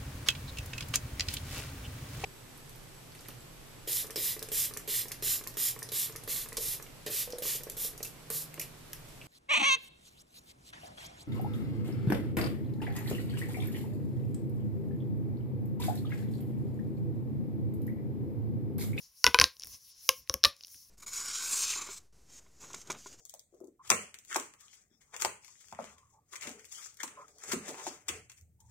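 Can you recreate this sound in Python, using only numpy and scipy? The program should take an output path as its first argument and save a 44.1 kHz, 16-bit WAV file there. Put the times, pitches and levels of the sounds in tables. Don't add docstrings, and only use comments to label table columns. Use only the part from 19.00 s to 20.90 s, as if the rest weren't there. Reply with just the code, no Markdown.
import sys
import numpy as np
from scipy import signal
from scipy.io import wavfile
from scipy.ndimage import map_coordinates

SR = 44100
rng = np.random.default_rng(int(sys.argv[2]) if len(sys.argv) > 2 else 0)


def decibels_to_gain(level_db):
    exponent = np.asarray(level_db, float) / 20
    return 10 ** exponent


def generate_wav(signal):
    frames = np.transpose(np.atleast_2d(signal))
    scaled = np.clip(frames, -1, 1) * 32767
    pcm = np.round(scaled).astype(np.int16)
    wavfile.write(sys.argv[1], SR, pcm)


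N = 83790
LEAD = SR // 10


def rms_one(x):
    return x / np.sqrt(np.mean(x ** 2) + 1e-20)


def butter(x, hz, kind, order=2):
    return signal.sosfilt(signal.butter(order, hz, kind, fs=SR, output="sos"), x)


def drift(rate_hz):
    knots = rng.standard_normal(400)
    return map_coordinates(knots, [2 + np.arange(N) / SR * rate_hz], order=3)


def bell(x, hz, width_hz, db):
    a, w = decibels_to_gain(db / 2), 2 * np.pi * hz / SR
    q = np.sin(w) * width_hz / hz / 2
    middle = -2 * np.cos(w)
    return signal.lfilter([1 + q * a, middle, 1 - q * a], [1 + q / a, middle, 1 - q / a], x)


def dying(t, t60_s):
    return decibels_to_gain(-60 * t / t60_s)


def add(out, start_s, sound):
    i = int(start_s * SR) + LEAD
    out[i:i + len(sound)] += sound[:len(out) - i]


# time [s], mode spacing [Hz], upper-mode lift per mode [dB], upper-mode ring
COLUMN = [
    (0, 485, 1, 1.0),
    (.26, 496.6, 1.5, 1.0),
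    (.35, 498, 0.5, 1.0),
    (.415, 531, 1, 0.78),
    (1.09, 537, 1, .7),
    (1.34, 551.4, -2.5, 0.46),
    (1.45, 590, 0, 0.85),
]
# multiple of spacing [ratio], level [dB], t60 [s]
COLUMN_MODES = [(.93, -16.5, 0.16), (.97, -12, 0.14), (2.0, -1.5, 0.056), (3.0, -1.5, 0.064),
                (4.02, -3.5, 0.029), (4.95, -1, 0.017), (6.0, -7, 0.02), (7.0, -5.5, 0.008)]


def column(start_s, place, t):
    times_s, *cols = np.transpose(COLUMN)
    spacing_hz, lift_db, share = [np.interp(start_s, times_s, c) for c in cols]
    ring = 0
    for multiple, level_db, t60_s in COLUMN_MODES:
        number = round(multiple)
        strength = decibels_to_gain(level_db + lift_db * multiple) * np.sin(np.pi * number * place)
        decay = dying(t, t60_s * share ** min(number / 2, 1))
        ring = ring - strength * np.sin(2 * np.pi * multiple * spacing_hz * t) * decay
    return butter(ring, 380, "high")


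# start [s], snap level [dB], snap pitch [Hz], column level [dB], place along tube [0-1]
POPS = [(-.06, -32, 1950, -33, 0.35), (0.2424, 1, 4500, -21.5, 0.21), (0.2657, -1, 2605, -16.5, 0.34),
        (0.2751, -15.5, 4450, -24, 0.2), (0.3445, -6.5, 4080, -12, 0.28), (.3885, -3.5, 2195, -19, 0.41),
        (0.3992, -3.5, 4280, -28, 0.5), (.4134, 1.5, 2020, -16.5, .3), (0.4164, -9, 4730, -22.5, .3),
        (0.441, -4.5, 4000, -29.5, 0.2), (1.091, -1.5, 2785, -19, 0.31), (1.2966, -15.5, 5630, -23, 0.33),
        (1.3406, -16, 6170, -22, 0.37), (1.4388, -2.5, 4030, -24, 0.2), (1.4486, -1.5, 4080, -20.5, 0.38),
        (1.453, -2.5, 4020, -17, .3), (1.0907, -11, 6330, -40, 0.4), (.2659, -10.5, 5450, -35, 0.03),
        (.345, -9, 1910, -40, 0)]
CRACK_DB, CRACK_CYCLES = -4.5, 0.16
WALL_T60_S, SHIVER_DB, SHIVER_T60_S = 0.0031, -4.5, 0.0056
SNAP_LOW_HZ, SNAP_HIGH_HZ = 1290, 8000
SLIP_DB, SLIP_LOW_HZ, SLIP_TOP_HZ, SLIP_RISE_S, SLIP_T60_S = -29, 7800, 13000, 0.0076, 0.11


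def pops():
    air, t = np.zeros(N + LEAD), np.arange(SR // 4) / SR
    noise = rng.standard_normal((len(POPS), len(t)))
    slip_swell = dying(t, SLIP_T60_S) * (1 - np.exp(-t / SLIP_RISE_S))
    for (start_s, level_db, pitch_hz, column_db, place), hiss in zip(POPS, noise):
        crack = -np.exp(-(t * pitch_hz / CRACK_CYCLES - 2) ** 2)
        wall = -np.sin(2 * np.pi * pitch_hz * t) * dying(t, WALL_T60_S)
        shiver = hiss * dying(t, SHIVER_T60_S)
        snap = decibels_to_gain(CRACK_DB) * crack + wall + decibels_to_gain(SHIVER_DB) * shiver
        snap = butter(butter(snap, SNAP_LOW_HZ, "high", order=3), SNAP_HIGH_HZ, "low")
        slip = butter(hiss, [SLIP_LOW_HZ, SLIP_TOP_HZ], "band", order=1) * slip_swell
        add(air, start_s, decibels_to_gain(level_db) * snap)
        add(air, start_s, decibels_to_gain(column_db) * column(start_s, place, t))
        add(air, start_s, decibels_to_gain(level_db + SLIP_DB) * slip)
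    return air


# time [s], level [dB], brightness [dB per octave], grip rumble [dB]
RUB = [(0, -55, 2.5, -75), (0.039, -52.5, -3.5, -78), (0.109, -65, -3.5, -81), (0.189, -56, -1.5, -81),
       (.57, -67, 1.5, -76), (.66, -56.5, 2.5, -68.5), (.745, -46.5, -3, -64.5), (.79, -59, -2.5, -78),
       (.9, -54.5, -0.5, -79), (0.939, -60.5, -7, -79), (1.07, -49.5, -1.5, -80), (1.2, -55.5, 2.5, -69.5),
       (1.26, -69, -8.5, -76.5), (1.33, -59.5, 3.5, -72.5), (1.42, -71, -7, -68.5), (1.6, -62, -6.5, -80),
       (1.749, -52.5, 1, -78.5), (1.9, -63, 0, -78)]
# frequency [Hz], level [dB]
SKIN = [(200, -28), (700, -26), (1500, -24), (2500, -15), (4000, -11), (6000, 2), (10000, -2), (16000, 1)]
PATCHY_DB, RUB_SIDE_DB, RUB_COLUMN_DB, RUMBLE_HZ = 2, -8.5, -5.5, 90


def rubbing():
    times_s, *cols = np.transpose(RUB)
    level_db, bright_db, grip_db = [np.interp(np.arange(N) / SR, times_s, c) for c in cols]
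    skin_hz, skin_db = np.transpose(SKIN)
    white = rng.standard_normal((2, 2, N))
    edges_hz = 180 * 2 ** np.arange(0, 6.6, .5)
    together = drift(25)
    rub = 0
    for k, (low_hz, high_hz) in enumerate(zip(edges_hz, edges_hz[1:])):
        mid, side = butter(white[k % 2], [low_hz, high_hz], "band")
        hz = np.sqrt(low_hz * high_hz)
        colour_db = np.interp(np.log(hz), np.log(skin_hz), skin_db)
        colour_db = colour_db + bright_db * np.log2(max(hz, 2500) / 5500)
        patches_db = PATCHY_DB * (.3 * together + drift(35))
        rub = rub + decibels_to_gain(colour_db + patches_db) * (mid + decibels_to_gain(RUB_SIDE_DB) * side * [[1], [-1]])
    rumble = rms_one(butter(butter(white[0, 0, ::-1], RUMBLE_HZ, "low"), 45, "high", order=4))
    ring = column(.7, .3, np.arange(SR // 8) / SR)
    hum = rms_one(signal.fftconvolve(white[1, 1, ::-1], ring))[:N]
    slide = decibels_to_gain(level_db - 2) * rms_one(rub) + decibels_to_gain(grip_db + RUB_COLUMN_DB) * hum
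    return slide, decibels_to_gain(grip_db + 2.3 * drift(21)) * rumble


# start [s], level [dB]
JOLTS = [(0.244, -40), (0.274, -28.5), (0.349, -39.5), (0.39, -31), (.416, -27.5), (0.444, -39.5),
         (.672, -53.5), (1.093, -50.5), (1.297, -39.5), (1.342, -37.5), (1.442, -42), (1.462, -38),
         (0.731, -57.5), (1.745, -62), (0.644, -55.5)]
THUMP_DB, THUMP_HZ, THUMP_T60_S, THUMP_LAG_S = 4.5, 75, 0.081, 0.0064


def jolts():
    out, t = np.zeros(N + LEAD), np.arange(SR // 4) / SR
    swell = dying(t, THUMP_T60_S) * (1 - np.exp(-t / THUMP_LAG_S))
    for (start_s, level_db), hiss in zip(JOLTS, rng.standard_normal((len(JOLTS), len(t)))):
        pitch_hz = THUMP_HZ * (1 + hiss[0] / 8)
        thud = np.sin(2 * np.pi * pitch_hz * t) + 3.7 * butter(hiss, 390, "low")
        add(out, start_s, decibels_to_gain(level_db + THUMP_DB) * swell * thud)
    return out[LEAD:]


# start [s], peak
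# level [dB], pitch [Hz]
TICKS = [(0.5676, -43, 4940), (.597, -31.5, 6500), (0.5994, -45, 6000), (.6057, -41, 7000),
         (0.61, -42.5, 4000), (.619, -45.5, 2440), (0.6212, -33.5, 5500), (0.6293, -39, 4000),
         (.635, -28.5, 4400), (0.6378, -34.5, 1700), (0.6465, -34.5, 10840), (0.646, -38, 2000),
         (0.6556, -37.5, 5500), (0.6714, -33, 10150), (.672, -47, 2500), (1.275, -40.5, 2786),
         (1.434, -32, 4660), (1.566, -41.5, 6000), (1.609, -34.5, 4010), (1.6273, -44.5, 5930),
         (1.636, -33, 4110), (1.6477, -38, 3970), (1.67, -37.5, 6460), (1.6815, -40.5, 4500),
         (1.7445, -39, 2493), (1.3409, -20, 10500), (1.3405, -23, 3630), (1.0916, -12.5, 9700)]
TICK_DB, TICK_WIDE_DB, TICK_SPREAD, TICK_T60_S = 3, -13.5, 1.547, 0.004


def ticks():
    out, t = np.zeros(N + LEAD), np.arange(SR // 50) / SR
    for (start_s, level_db, pitch_hz), hiss in zip(TICKS, rng.standard_normal((len(TICKS), len(t)))):
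        burst = hiss * dying(t, TICK_T60_S)
        band_hz = [pitch_hz / TICK_SPREAD, min(pitch_hz * TICK_SPREAD, .45 * SR)]
        tick = butter(burst, band_hz, "band") + decibels_to_gain(TICK_WIDE_DB) * burst
        add(out, start_s, decibels_to_gain(level_db + TICK_DB) * tick)
    return out


ROOM_DB, ROOM_SIDE_DB, ROOM_T60_S, ROOM_RISE_S = -19, -20.5, 0.19, 0.0083
ROOM_LOW_HZ, ROOM_DULL_HZ = 302, 7000
NEAR_DB, NEAR_T60_S = 2.5, 0.034


def room(x):
    t = np.arange(SR // 2) / SR
    noise = butter(rng.standard_normal((2, len(t))), ROOM_LOW_HZ, "high")
    dull = butter(noise, ROOM_DULL_HZ, "low", order=1)
    walls = dull * dying(t, ROOM_T60_S) + .5 * (noise - dull) * dying(t, 0.75 * ROOM_T60_S)
    walls = walls * (1 - np.exp(-(t / ROOM_RISE_S) ** 2))
    tail = walls + decibels_to_gain(NEAR_DB) * dull * dying(t, NEAR_T60_S)
    tail = tail / np.sqrt(np.sum(tail[0] ** 2))
    mid, side = signal.fftconvolve(x[None], tail, axes=1)[:, LEAD:LEAD + N]
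    return mid + decibels_to_gain(ROOM_SIDE_DB) * side * [[1], [-1]]


def scene():
    air = pops() + ticks()
    rub, rumble = rubbing()
    floor = decibels_to_gain(-76) * rng.standard_normal((2, N))
    return air[LEAD:] + decibels_to_gain(ROOM_DB) * room(air) + jolts() + rub + rumble + floor


def top_cut(x):
    return signal.sosfilt(signal.butter(12, 17140, fs=SR, output="sos"), x)


# centre [Hz], width [Hz], gain [dB]
PORT = [
    (5500, 1400, 11),
    (8000, 1500, -14),
    (10206, 2200, 6),
]
RIGHT_DB, RIGHT_NOTCH_DB, TOP, CUTOFF_HZ = -1.3747, -4, 1.118, 16600


def record(dry):
    x = dry
    for hz, width_hz, gain_db in PORT:
        x = bell(x, hz, width_hz, gain_db)
    right = decibels_to_gain(RIGHT_DB) * bell(x[1], 8500, 3000, RIGHT_NOTCH_DB)
    x = np.array([x[0], right])
    rounded = TOP * np.tanh(x / TOP)
    x = signal.sosfilt(signal.cheby2(12, 70, CUTOFF_HZ + 500, fs=SR, output="sos"), rounded)
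    return top_cut(x)


dry = scene()
out = record(dry)
generate_wav(out)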